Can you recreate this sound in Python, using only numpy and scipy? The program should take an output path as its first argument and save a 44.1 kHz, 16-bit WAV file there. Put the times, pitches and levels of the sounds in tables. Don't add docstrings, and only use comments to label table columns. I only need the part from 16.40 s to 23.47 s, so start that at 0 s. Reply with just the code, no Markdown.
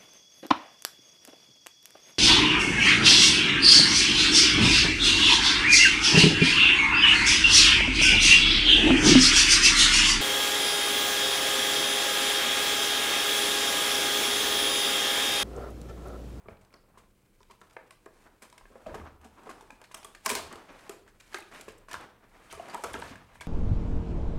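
import sys
import numpy as np
from scipy import signal
from scipy.fft import rfft, irfft
from scipy.io import wavfile
from scipy.ndimage import uniform_filter1d, map_coordinates

SR = 44100
rng = np.random.default_rng(int(sys.argv[2]) if len(sys.argv) > 2 else 0)


def level_to_linear(level):
    exponent = np.asarray(level, float) / 20
    return 10 ** exponent


def wav_out(sig):
    wavfile.write(sys.argv[1], SR, np.round(np.clip(np.atleast_2d(sig).T, -1, 1) * 32767).astype(np.int16))


N = 311787

# start_s, peak_db, treble_db, rattle_s (time to fall 60 dB)
SNAPS_PRYING = [(0.0834, -49, -42, 0.02), (0.327, -56.5, -26, 0.024), (0.3389, -49.5, -25, 0.02),
                (0.575, -54.5, -13, 0.091), (1.0296, -52.5, -18, 0.023), (1.099, -56, -27, 0.031),
                (1.1077, -50.5, -16, 0.043), (1.2142, -48, -18.5, 0.025), (1.2976, -59, -19, 0.03),
                (1.309, -54, -16, 0.016), (1.3287, -56.5, -10, 0.035), (1.366, -55, -26, 0.034),
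                (1.507, -44, -15, 0.019), (1.6577, -52, -14, 0.024), (2.02, -44, -9, 0.055),
                (2.0993, -51, -12, 0.017), (2.1263, -49.5, -13, 0.018), (2.179, -45.5, -17.5, 0.023),
                (2.464, -49, -22, 0.082), (2.5444, -40.5, -16, 0.039), (2.813, -56, -13, 0.03),
                (2.842, -50, -13, 0.086)]
# start_s, peak_db, treble_db, rattle_s
SNAPS_TUGGING = [(3.034, -54, -12, 0.016), (3.092, -42.5, -16, 0.091), (3.208, -49.5, -16, 0.043),
                 (3.305, -43, -20, 0.01), (3.415, -47, -13, 0.019), (3.439, -46, -20, 0.058),
                 (3.512, -48.5, -15, 0.074), (3.5432, -34, -7.5, 0.029), (3.629, -46.5, -19, 0.042),
                 (3.645, -38, -3, 0.034), (3.7483, -44.5, -17, 0.035), (3.8601, -30, -3, 0.037),
                 (3.86, -17.5, -11.5, 0.02), (3.892, -23, -6, 0.034), (3.9503, -23.5, -10.5, 0.037),
                 (4.126, -41, -13, 0.018), (4.156, -43, -17, 0.017), (4.39, -51, -31, 0.036),
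                 (4.494, -34, -6.5, 0.018), (4.799, -46, -16, 0.044), (4.9172, -51, -24, 0.022),
                 (4.9317, -43, -27, 0.011), (4.9446, -26, -22.5, 0.013)]
# start_s, peak_db, treble_db, rattle_s
SNAPS_LEAVING = [(5.1142, -52, -15, 0.033), (5.144, -45.5, -30, 0.13), (5.21, -39, -11.5, 0.03),
                 (5.28, -43, -19, 0.12), (5.379, -57, 0, 0.032), (5.4816, -47.5, -15, 0.23),
                 (5.512, -39.5, -18, 0.034), (5.5304, -32.5, -12, 0.017), (5.6092, -50, 4, 0.021),
                 (6.1033, -40.5, -20, 0.16), (6.125, -35, -4, 0.024), (6.284, -47, -13, 0.025),
                 (6.297, -42, -17, 0.053), (6.345, -35.5, -11, 0.018), (6.437, -30, -11, 0.028),
                 (6.534, -37, -18, 0.079), (6.599, -46, -16, 0.018), (6.6173, -41.5, -27, 0.037),
                 (6.6727, -44, -23, 0.23), (6.757, -48.5, -16, 0.015), (7.007, -38.5, -15, 0.059)]
# pitch_hz, level_db
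FILM_TONE = [(880, -29.5), (1500, 0), (1850, -3.5), (2300, 0.5), (3550, -6), (5880, -8), (8490, -7.5),
             (12500, -15.5), (16000, -28)]


def unit(x):
    return x / np.sqrt(np.mean(x ** 2))


def colour(x, shape):
    hz, db = np.transpose(shape)
    size = 8192
    grid = np.maximum(np.arange(size // 2 + 1) * SR / size, 1)
    cepstrum = irfft(np.log(level_to_linear(np.interp(np.log(grid), np.log(hz), db))))
    cepstrum[1:size // 2] *= 2
    cepstrum[size // 2 + 1:] = 0
    response = irfft(np.exp(rfft(cepstrum)))[:len(x)]
    return signal.fftconvolve(x, response)[:len(x)]


def fade(t, t60):
    return np.exp(-np.log(1000) * t / np.maximum(t60, .002))


def add(out, s, sound, db):
    i = int(s * SR)
    sound = sound[:len(out) - i]
    out[i:i + len(sound)] += sound * level_to_linear(db) / np.abs(sound).max()


def grains(rate, scatter_db):
    hit = rng.random(N) < rate / SR
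    strength = level_to_linear(scatter_db * np.minimum(rng.exponential(size=N), 2))
    return unit(hit * rng.standard_normal(N) * strength)


def flutter(rate, depth_db):
    k = int(SR / rate)
    steps = np.repeat(rng.standard_normal(N // k + 1), k)
    return level_to_linear(depth_db * uniform_filter1d(steps, k // 2)[:N])


def air():
    # pitch_hz, level_db
    air_tone = [(15, -19.5), (28, 6), (45, -5), (70, -47), (200, -13.5), (500, -16.5), (3000, -80),
                (8000, -37.5), (16000, -37)]
    # pitch_hz, level_db
    fan_hum = [(118.4, -76.5), (193.8, -78.5)]
    t = np.arange(N) / SR
    hum = 0
    for hz, db in fan_hum:
        hum = hum + level_to_linear(db) * np.sqrt(2) * flutter(3.8, 1.7) * np.sin(2 * np.pi * hz * t)
    return unit(colour(rng.standard_normal(N), air_tone)) * level_to_linear(-66) + hum


def room(x):
    # pitch_hz, fall_s (time to fall 60 dB)
    room_fall = [(200, 0.76), (700, 0.48), (2000, 0.41), (5000, 0.5), (12000, 0.24)]
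    t = np.arange(SR // 2 + SR // 4) / SR
    hz, t60 = np.transpose(room_fall)
    tail = 0
    for centre in 125 * 2 ** np.arange(7.):
        low, high = centre / 2 ** .5, centre * 2 ** .5
        if centre > 7000:
            high *= 1.5
        octave = signal.butter(2, [low, high], "band", fs=SR, output="sos")
        band = signal.sosfilt(octave, rng.standard_normal(len(t)))
        tail = tail + band * fade(t, np.interp(np.log(centre), np.log(hz), t60))
    tail = tail * np.clip((t - .008) / 0.0098, 0, 1)
    return signal.fftconvolve(x, tail / np.sqrt(np.sum(tail ** 2)))[:N] * level_to_linear(-8)


def stirred(x):
    wander = 28 * np.log(flutter(45, 20 / np.log(10)))
    moments = np.arange(N) + uniform_filter1d(wander, 300)
    return map_coordinates(x, [moments], order=3, mode="nearest")


def shoving(t):
    # start_s, held_s, level_db
    shoves = [
        (.07, 0.016, -54.5),
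        (2.49, 0.12, -52.5),
        (3.92, 0.15, -56.5),
        (5.29, 0.018, -61.5),
        (5.54, 0.03, -57),
        (6.15, 0.026, -58),
        (6.46, .29, -54),
        (7.0, 0.029, -56.5),
    ]
    rise_db_s, fall_db_s, rest_db = 298, 78, -71.5
    s, held, db = np.transpose(shoves)[:, :, None]
    before = rise_db_s * np.maximum(s - t, 0)
    after = fall_db_s * np.maximum(t - s - held, 0)
    return np.maximum((db - before - after).max(0), rest_db)


def table(boom_db):
    # start_s, pitch_hz, peak_db
    rocks = [
        (2.22, 33, -52.5),
        (2.47, 36, -47),
        (2.6, 77.6, -45.5),
        (2.79, 74, -56),
    ]
    shove = rng.standard_normal(N) * flutter(20, 1.5)
    top_modes = [(20, -35), (55, -0.5), (77, 2.0), (110, -1.5), (200, -6.5), (300, -46.0)]
    out = unit(colour(shove, top_modes)) * level_to_linear(boom_db)
    t = np.arange(SR // 4) / SR
    for s, hz, peak_db in rocks:
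        swell = 1 - np.exp(-t / 0.0078)
        add(out, s, np.sin(2 * np.pi * hz * t) * fade(t, 0.54) * swell, peak_db)
    return out


def gripping(t):
    # time_s, card_db, film_db
    grip = [(0, -64.5, -76), (.15, -64.5, -80.5), (.87, -75, -76), (2.2, -70, -76.5), (2.55, -54.5, -67),
            (2.8, -69.5, -79), (3.05, -56.5, -66.5), (3.4, -64, -76), (3.842, -66, -72), (4.05, -53, -75),
            (4.45, -59, -64), (4.7, -68.5, -82.5), (4.95, -61, -62), (5.28, -58.5, -84), (5.45, -66.5, -79),
            (5.8, -74, -80), (6.1, -55.5, -64.5), (6.67, -56.5, -57), (6.85, -61.5, -86)]
    # centre_s, half_length_s, card_rise_db, film_rise_db (negative: a
    swells_and_dips = [(1.805, 0.072, 11.5, 8), (4.69, 0.015, 7, 16), (2.04, 0.024, 19, 14),
                       (3.935, 0.09, 14.5, 35), (5.178, 0.052, 5, 21), (5.59, 0.096, 19, 4), (3.7, 0.044, 4, 2),
                       (5.1, 0.014, -7, 3), (3.942, .008, -4, -3), (4.968, .02, -7, -2), (3.879, 0.011, -3, -4),
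                       (6.34, 0.0092, 8, 11.5), (6.07, 0.021, -3.5, -2), (6.97, 0.037, -3, 13.5),
                       (0.032, 0.028, -3.5, -1), (4.8, 0.11, -0.5, 3), (5.122, 0.0088, 5, 5.5),
                       (6.645, 0.025, 5.5, 3.5), (5.79, 0.064, 11.5, -6), (5.525, 0.005, -6, -5),
                       (5.8, 0.052, -5, 8), (6.26, 0.052, 3, 1.5), (6.9, 0.074, 3, 11)]
    s, card_db, film_db = np.transpose(grip)
    card_db, film_db = np.interp(t, s, card_db), np.interp(t, s, film_db)
    for centre, half, card_rise_db, film_rise_db in swells_and_dips:
        swell = np.exp(-((t - centre) / half) ** 4)
        card_db = card_db + card_rise_db * swell
        film_db = film_db + film_rise_db * swell
    return card_db, film_db


def slipping(grip_db, under_db):
    loudest_db, t60_s = -29.5, 0.18
    kicks = np.zeros(N)
    for s, peak_db, *_ in SNAPS_PRYING + SNAPS_TUGGING + SNAPS_LEAVING:
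        kicks[int(s * SR)] = level_to_linear(2 * (min(peak_db, loudest_db) + under_db))
    kicks = uniform_filter1d(kicks, size=600, origin=299)
    power = signal.lfilter([1], [1, -fade(2 / SR, t60_s)], kicks)
    return 10 * np.log10(level_to_linear(2 * grip_db) + power)


def rubbing(card_db, film_db, bright_db):
    # pitch_hz, level_db
    card_tone = [(88, -36), (150, -8.5), (286, -1), (407, -3.5), (953, 0), (1370, -3), (1980, -12),
                 (5000, -31), (6500, -30.5), (11000, -120)]
    card = 0.62 * grains(900, 0.49) + rng.standard_normal(N)
    card = unit(colour(card * flutter(35, 5.34), card_tone))
    edge = colour(card, [(900, -20.5), (1900, -4.5)])
    card = (card + (level_to_linear(bright_db) - 1) * edge) * level_to_linear(card_db)
    film = colour(grains(2700, 0.81) + rng.standard_normal(N), [(9000, -17.5), (15000, -17.0)])
    film = unit(colour(film * flutter(60, 2.0), FILM_TONE))
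    crisp = colour(film, [(8000, -23), (14000, 5)]) * level_to_linear(film_db - film_db.max())
    return card + (film + crisp) * level_to_linear(film_db)


def ticks():
    # start_s, peak_db, centre_hz
    creases = [(3.8995, -29, 12500), (3.9511, -29, 12000), (4.677, -57, 8000), (4.9846, -43, 10500),
               (5.0037, -46, 8800), (5.024, -51, 9500), (5.124, -54, 7500), (5.281, -52, 12000),
               (5.321, -53, 9500), (6.15, -50, 9000), (6.5327, -35, 9000), (6.588, -49, 8600),
               (6.5982, -44, 8820), (6.6182, -46, 7500), (6.632, -48, 8000), (3.8605, -27, 13000),
               (1.004, -61, 5000), (1.015, -58, 5500), (1.207, -58, 7000), (0.305, -59, 2200),
               (0.586, -54, 2600), (0.169, -60, 2800)]
    out, t = np.zeros(N), np.arange(1000) / SR
    for s, peak_db, hz in creases:
        burst = rng.standard_normal(len(t)) * t ** .5 * fade(t, 0.011)
        add(out, s, colour(burst, [(hz / 2, -20), (hz, 0), (hz * 2, -27)]), peak_db)
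    return out


def pings():
    # start_s, peak_db, pitch_hz
    prying = [(0.087, -49.5, 2220), (0.341, -55, 5130), (0.343, -55.5, 4350), (1.368, -49, 2230),
              (1.368, -47, 900), (2.472, -46, 220), (2.463, -52, 2510), (2.496, -53, 1640),
              (2.551, -43, 1170), (2.852, -51, 740), (2.6, -46.5, 229), (3.096, -49.5, 334),
              (3.106, -44, 734), (3.113, -45, 1460), (3.211, -46, 904), (3.23, -53, 430),
              (3.306, -47.5, 2440), (3.332, -54, 253), (3.546, -55, 4870), (3.546, -48, 5460),
              (3.548, -43.5, 3180), (3.559, -51, 6120), (3.65, -47, 3330), (3.752, -55, 1780)]
    # start_s, peak_db, pitch_hz
    tugging = [(3.862, -34, 6940), (3.863, -33, 5250), (3.87, -39, 6000), (3.878, -37, 5460),
               (3.894, -35, 5250), (3.902, -40, 4600), (3.902, -33, 2350), (3.908, -34.5, 468),
               (3.938, -41, 470), (3.954, -33.5, 4300), (3.956, -33, 950), (3.964, -38, 4950),
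               (3.996, -37, 1160), (4.046, -53, 430), (4.116, -45.5, 1120), (4.13, -51, 1720),
               (4.14, -49, 386), (4.165, -50, 1060), (4.509, -47.5, 1270), (4.546, -52.5, 470),
               (4.929, -49, 1720), (4.946, -48, 6890), (4.946, -46, 6300), (4.948, -39.5, 1280),
               (4.951, -37.5, 389), (4.955, -50, 6150), (4.96, -41, 1790), (4.975, -40, 2080),
               (4.988, -42.5, 840), (5.025, -47.5, 2500), (5.126, -52, 1460), (5.284, -45.5, 1070),
               (5.286, -49, 2550), (5.487, -51.5, 1420), (5.504, -53, 2500), (5.515, -46, 975),
               (5.516, -50, 3270), (5.532, -46, 5600), (5.541, -47, 5250), (5.541, -49, 3010),
               (5.541, -49, 4250), (5.543, -37.5, 1360), (5.548, -51, 3580), (5.554, -40, 1460),
               (5.555, -47, 2870), (5.66, -54, 436)]
    # start_s, peak_db, pitch_hz
    leaving = [(6.102, -52, 3140), (6.118, -52, 5900), (6.123, -52, 2480), (6.129, -49, 2930),
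               (6.152, -46, 1180), (6.181, -45, 425), (6.198, -52, 2840), (6.201, -33.5, 683),
               (6.299, -47.5, 4600), (6.3, -51, 1520), (6.347, -45.5, 3180), (6.347, -35, 930),
               (6.397, -47, 555), (6.439, -47, 5250), (6.439, -48, 6850), (6.44, -34, 830),
               (6.447, -45, 6500), (6.448, -35.5, 1350), (6.472, -50, 3450), (6.487, -45, 566),
               (6.543, -44.5, 3200), (6.543, -47, 3620), (6.549, -42, 302), (6.552, -42, 870),
               (6.562, -47, 2710), (6.579, -52, 2930), (6.597, -43.5, 484), (6.717, -46, 257),
               (7.003, -50, 2200), (7.012, -47, 3340), (7.018, -45.5, 1630), (7.023, -43.5, 2220)]
    # start_s, peak_db, pitch_hz
    drumming = [(2.468, -39.5, 593), (2.476, -40, 550), (2.484, -44, 660), (2.499, -45, 330),
                (2.52, -46, 500), (2.531, -50, 445), (2.557, -41, 484), (2.547, -45, 1000),
                (2.617, -46, 1160), (6.309, -53, 4600), (6.355, -41, 1150), (5.12, -51, 400)]
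    out, t = np.zeros(N), np.arange(2000) / SR
    for s, peak_db, hz in prying + tugging + leaving + drumming:
        swell = 0.002205 * np.sqrt(1000 / hz)
        ring = t * np.exp(-t / swell) * np.sin(2 * np.pi * hz * t * (1.02 - 2 * t))
        add(out, s - 1.507 * swell, ring, peak_db + 3)
    return out


def snaps():
    # start_s, peak_db, treble_db, rattle_s
    crackle = [
        (0.169, -62, -24, 0.02),
        (0.2096, -60, -15, 0.082),
        (0.248, -58, -18, 0.029),
        (3.9001, -21.5, -7, 0.028),
        (3.913, -25.5, -5, 0.036),
        (5.54, -36.5, -17, 0.05),
        (6.4456, -35.5, -22.5, 0.026),
    ]
    # start_s, peak_db, treble_db, rattle_s
    give = [
        (3.848, -42, 0, 0.027),
        (3.855, -35, -11, 0.019),
    ]
    out, t = np.zeros(N), np.arange(3000) / SR
    for s, peak_db, treble_db, t60 in SNAPS_PRYING + SNAPS_TUGGING + SNAPS_LEAVING + crackle + give:
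        noise, stutter = rng.standard_normal((2, len(t)))
        stutter = level_to_linear(24 * uniform_filter1d(stutter, 60))
        build = 1 - np.exp(-t / (0.047 * t60))
        burst = noise * stutter * fade(t, t60) * build
        stiff = [(4500, 0.019), (8000, treble_db + 15.0), (16000, treble_db + 12.5)]
        add(out, s, colour(colour(burst, FILM_TONE), stiff), peak_db + 3.0)
    return out


def taps():
    # pitch_hz, level_db, fall_s (time to fall 60 dB)
    box_modes = [(232.5, 6.5, 0.059), (338, -41, 0.019), (425, 8.5, 0.049), (530, 16.5, 0.014),
                 (652, -6, 0.087), (770, 4, 0.018), (951.5, 3.5, 0.022), (1090, -3.5, 0.04),
                 (1201, -3, 0.024), (1606, 0.5, 0.0093), (1700, -41, 0.045), (2058, -22, 0.055),
                 (2380, -19, 0.027)]
    # pitch_hz, level_db
    wall_tone = [(80, -34), (220, -4), (330, -2), (2600, 1), (4000, -0.5), (9000, -55)]
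    # start_s, peak_db, panel_hz, upper_modes_db, cavity_modes_db
    prying = [(0.057, -45, 374, -14, -6), (0.085, -31.5, 676, -5.5, -2), (0.573, -43.5, 1030, -6, -2.5),
              (0.636, -53, 360, -3, 1), (1.005, -50, 1000, -9, -5), (1.098, -47.5, 960, -23, -6),
              (1.108, -49.5, 1090, -23, -18), (1.214, -41.5, 1314, -12, -10), (1.366, -29.5, 495, -2, -43),
              (1.506, -50.5, 1090, -21, -29), (1.661, -37, 405, -8, -14.5), (2.025, -44, 1015, -3, -2),
              (2.126, -48.5, 970, -10, -26), (2.177, -46, 970, -1, -23), (2.21, -46, 1005, -5, -24),
              (2.254, -43, 1040, 3.5, -6), (2.302, -51, 370, -22, 7), (2.325, -51.5, 1090, -4, -7)]
    # start_s, peak_db, panel_hz, upper_modes_db, cavity_modes_db
    turning = [(2.355, -37.5, 500, -11, -9), (2.462, -35.5, 652, -16, -34), (2.542, -32, 764, -4, -19),
               (2.812, -56.5, 780, -37, -34), (2.85, -44.5, 258, -40, -10.5), (3.034, -53, 425, -15, -7),
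               (3.068, -38.5, 770, -19, -2), (3.091, -32.5, 1105, -6, -8), (3.207, -44, 910, -3, -6),
               (3.303, -39.5, 875, -5, -13), (3.415, -42, 984, -5.5, -27.5), (3.512, -42.5, 1010, -2, -30),
               (3.542, -39, 1115, -17, -23), (3.627, -47, 850, -2, -14.5), (3.646, -40.5, 1145, -12, -11),
               (3.749, -44.5, 1220, 1, -33)]
    # start_s, peak_db, panel_hz, upper_modes_db, cavity_modes_db
    tugging = [(3.849, -46, 794, -27, -23), (3.859, -25, 1048, -20, -9), (3.9, -28, 1013, -14, -23),
               (3.951, -33.5, 426, -39, -45), (4.154, -39.5, 392, -15, -15), (4.303, -48, 415, -20, -3),
               (4.494, -32.5, 395, -6, -8), (4.678, -48, 770, 8, -13), (4.9433, -24.5, 1860, 9, -30),
               (4.983, -41, 380, -3, -29), (5.113, -42.5, 403, -2, -21), (5.196, -45, 2310, -8, -8),
               (5.28, -34.5, 425, -4.5, 0), (5.484, -40.5, 1090, -5, -38), (5.513, -43, 1740, -25, -33),
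               (5.541, -27, 1060, -2.5, -19)]
    # start_s, peak_db, panel_hz, upper_modes_db, cavity_modes_db
    leaving = [(6.097, -57, 880, -16, -17), (6.126, -37.5, 430, -26, -34), (6.197, -36.5, 690, -16, -6),
               (6.285, -39.5, 736, -17, -15), (6.344, -29, 883, -17, -14), (6.437, -26.5, 707, -27, -12),
               (6.541, -25.5, 890, 6, -19), (6.622, -26.5, 950, 4, -15), (6.755, -39.5, 490, 16, -24),
               (6.955, -43.5, 950, 1, -31), (7.01, -32.5, 1000, 3, -17)]
    # start_s, peak_db, panel_hz, upper_modes_db, cavity_modes_db
    further_knocks = [(0.338, -47.5, 1090, -21, -1.5), (2.488, -36.5, 620, -13, 3), (2.554, -31.5, 455, -6, -11),
                      (2.598, -36.5, 367, -3, -14.5), (3.103, -43, 1090, -17, -9), (3.912, -25, 973, -14, -2.5),
                      (3.993, -37, 700, -22, -32), (4.947, -36.5, 400, -9, -26), (6.351, -32, 920, -12, -13),
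                      (6.449, -32, 463, -19, -17), (6.551, -27.5, 1310, -7.5, -6), (6.579, -38, 470, -34, -6),
                      (6.715, -44, 281, -27, -7)]
    out, t = np.zeros(N), np.arange(3000) / SR
    hz, db, t60 = np.transpose(box_modes)[:, :, None]
    for s, peak_db, panel_hz, upper_db, cavity_db in prying + turning + tugging + leaving + further_knocks:
        spot = rng.standard_normal((len(box_modes), 1))
        tilt = np.where(hz > 1300, upper_db + 13, np.where(hz < 560, cavity_db - 0.5, 0))
        tones = np.sin(2 * np.pi * hz * (1 + .02 * spot) * t)
        modes = level_to_linear(db + tilt + 1.5 * spot) * tones * fade(t, t60)
        panel = level_to_linear(7) * np.sin(2 * np.pi * panel_hz * t) * fade(t, .03)
        ragged = 0.035 * rng.standard_normal(len(t)) ** 3
        push = ragged * fade(t, 0.027 * level_to_linear(-0.2 * upper_db)) * (1 - np.exp(-t / 0.0035))
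        push[40] += 1
        rise = 1 - np.exp(-t / (0.00031 * level_to_linear(-.6 * upper_db)))
        add(out, s, signal.fftconvolve((modes.sum(0) + panel) * rise, push), peak_db + 2.5)
    return colour(out, wall_tone)


def scene():
    t = np.arange(N) / SR
    card_db, film_db = gripping(t)
    bright_db = np.where(t < 4.1, 1.5, 11)
    rub = rubbing(slipping(card_db, -16.5), slipping(film_db, -19.5), bright_db)
    near = taps() + snaps() + pings() + rub
    far = stirred(room(colour(near, [(150, -5.0), (800, -0.5)])))
    return (near + far + table(shoving(t)) + air() + ticks())[None]


def band_limit(x):
    return signal.sosfilt(signal.butter(12, 16085, fs=SR, output="sos"), x)


def record(dry):
    cut = signal.ellip(10, .3, 70, 16150, fs=SR, output="sos")
    mix = signal.sosfilt(cut, dry)
    return band_limit(mix)


dry = scene()
out = record(dry)
wav_out(out)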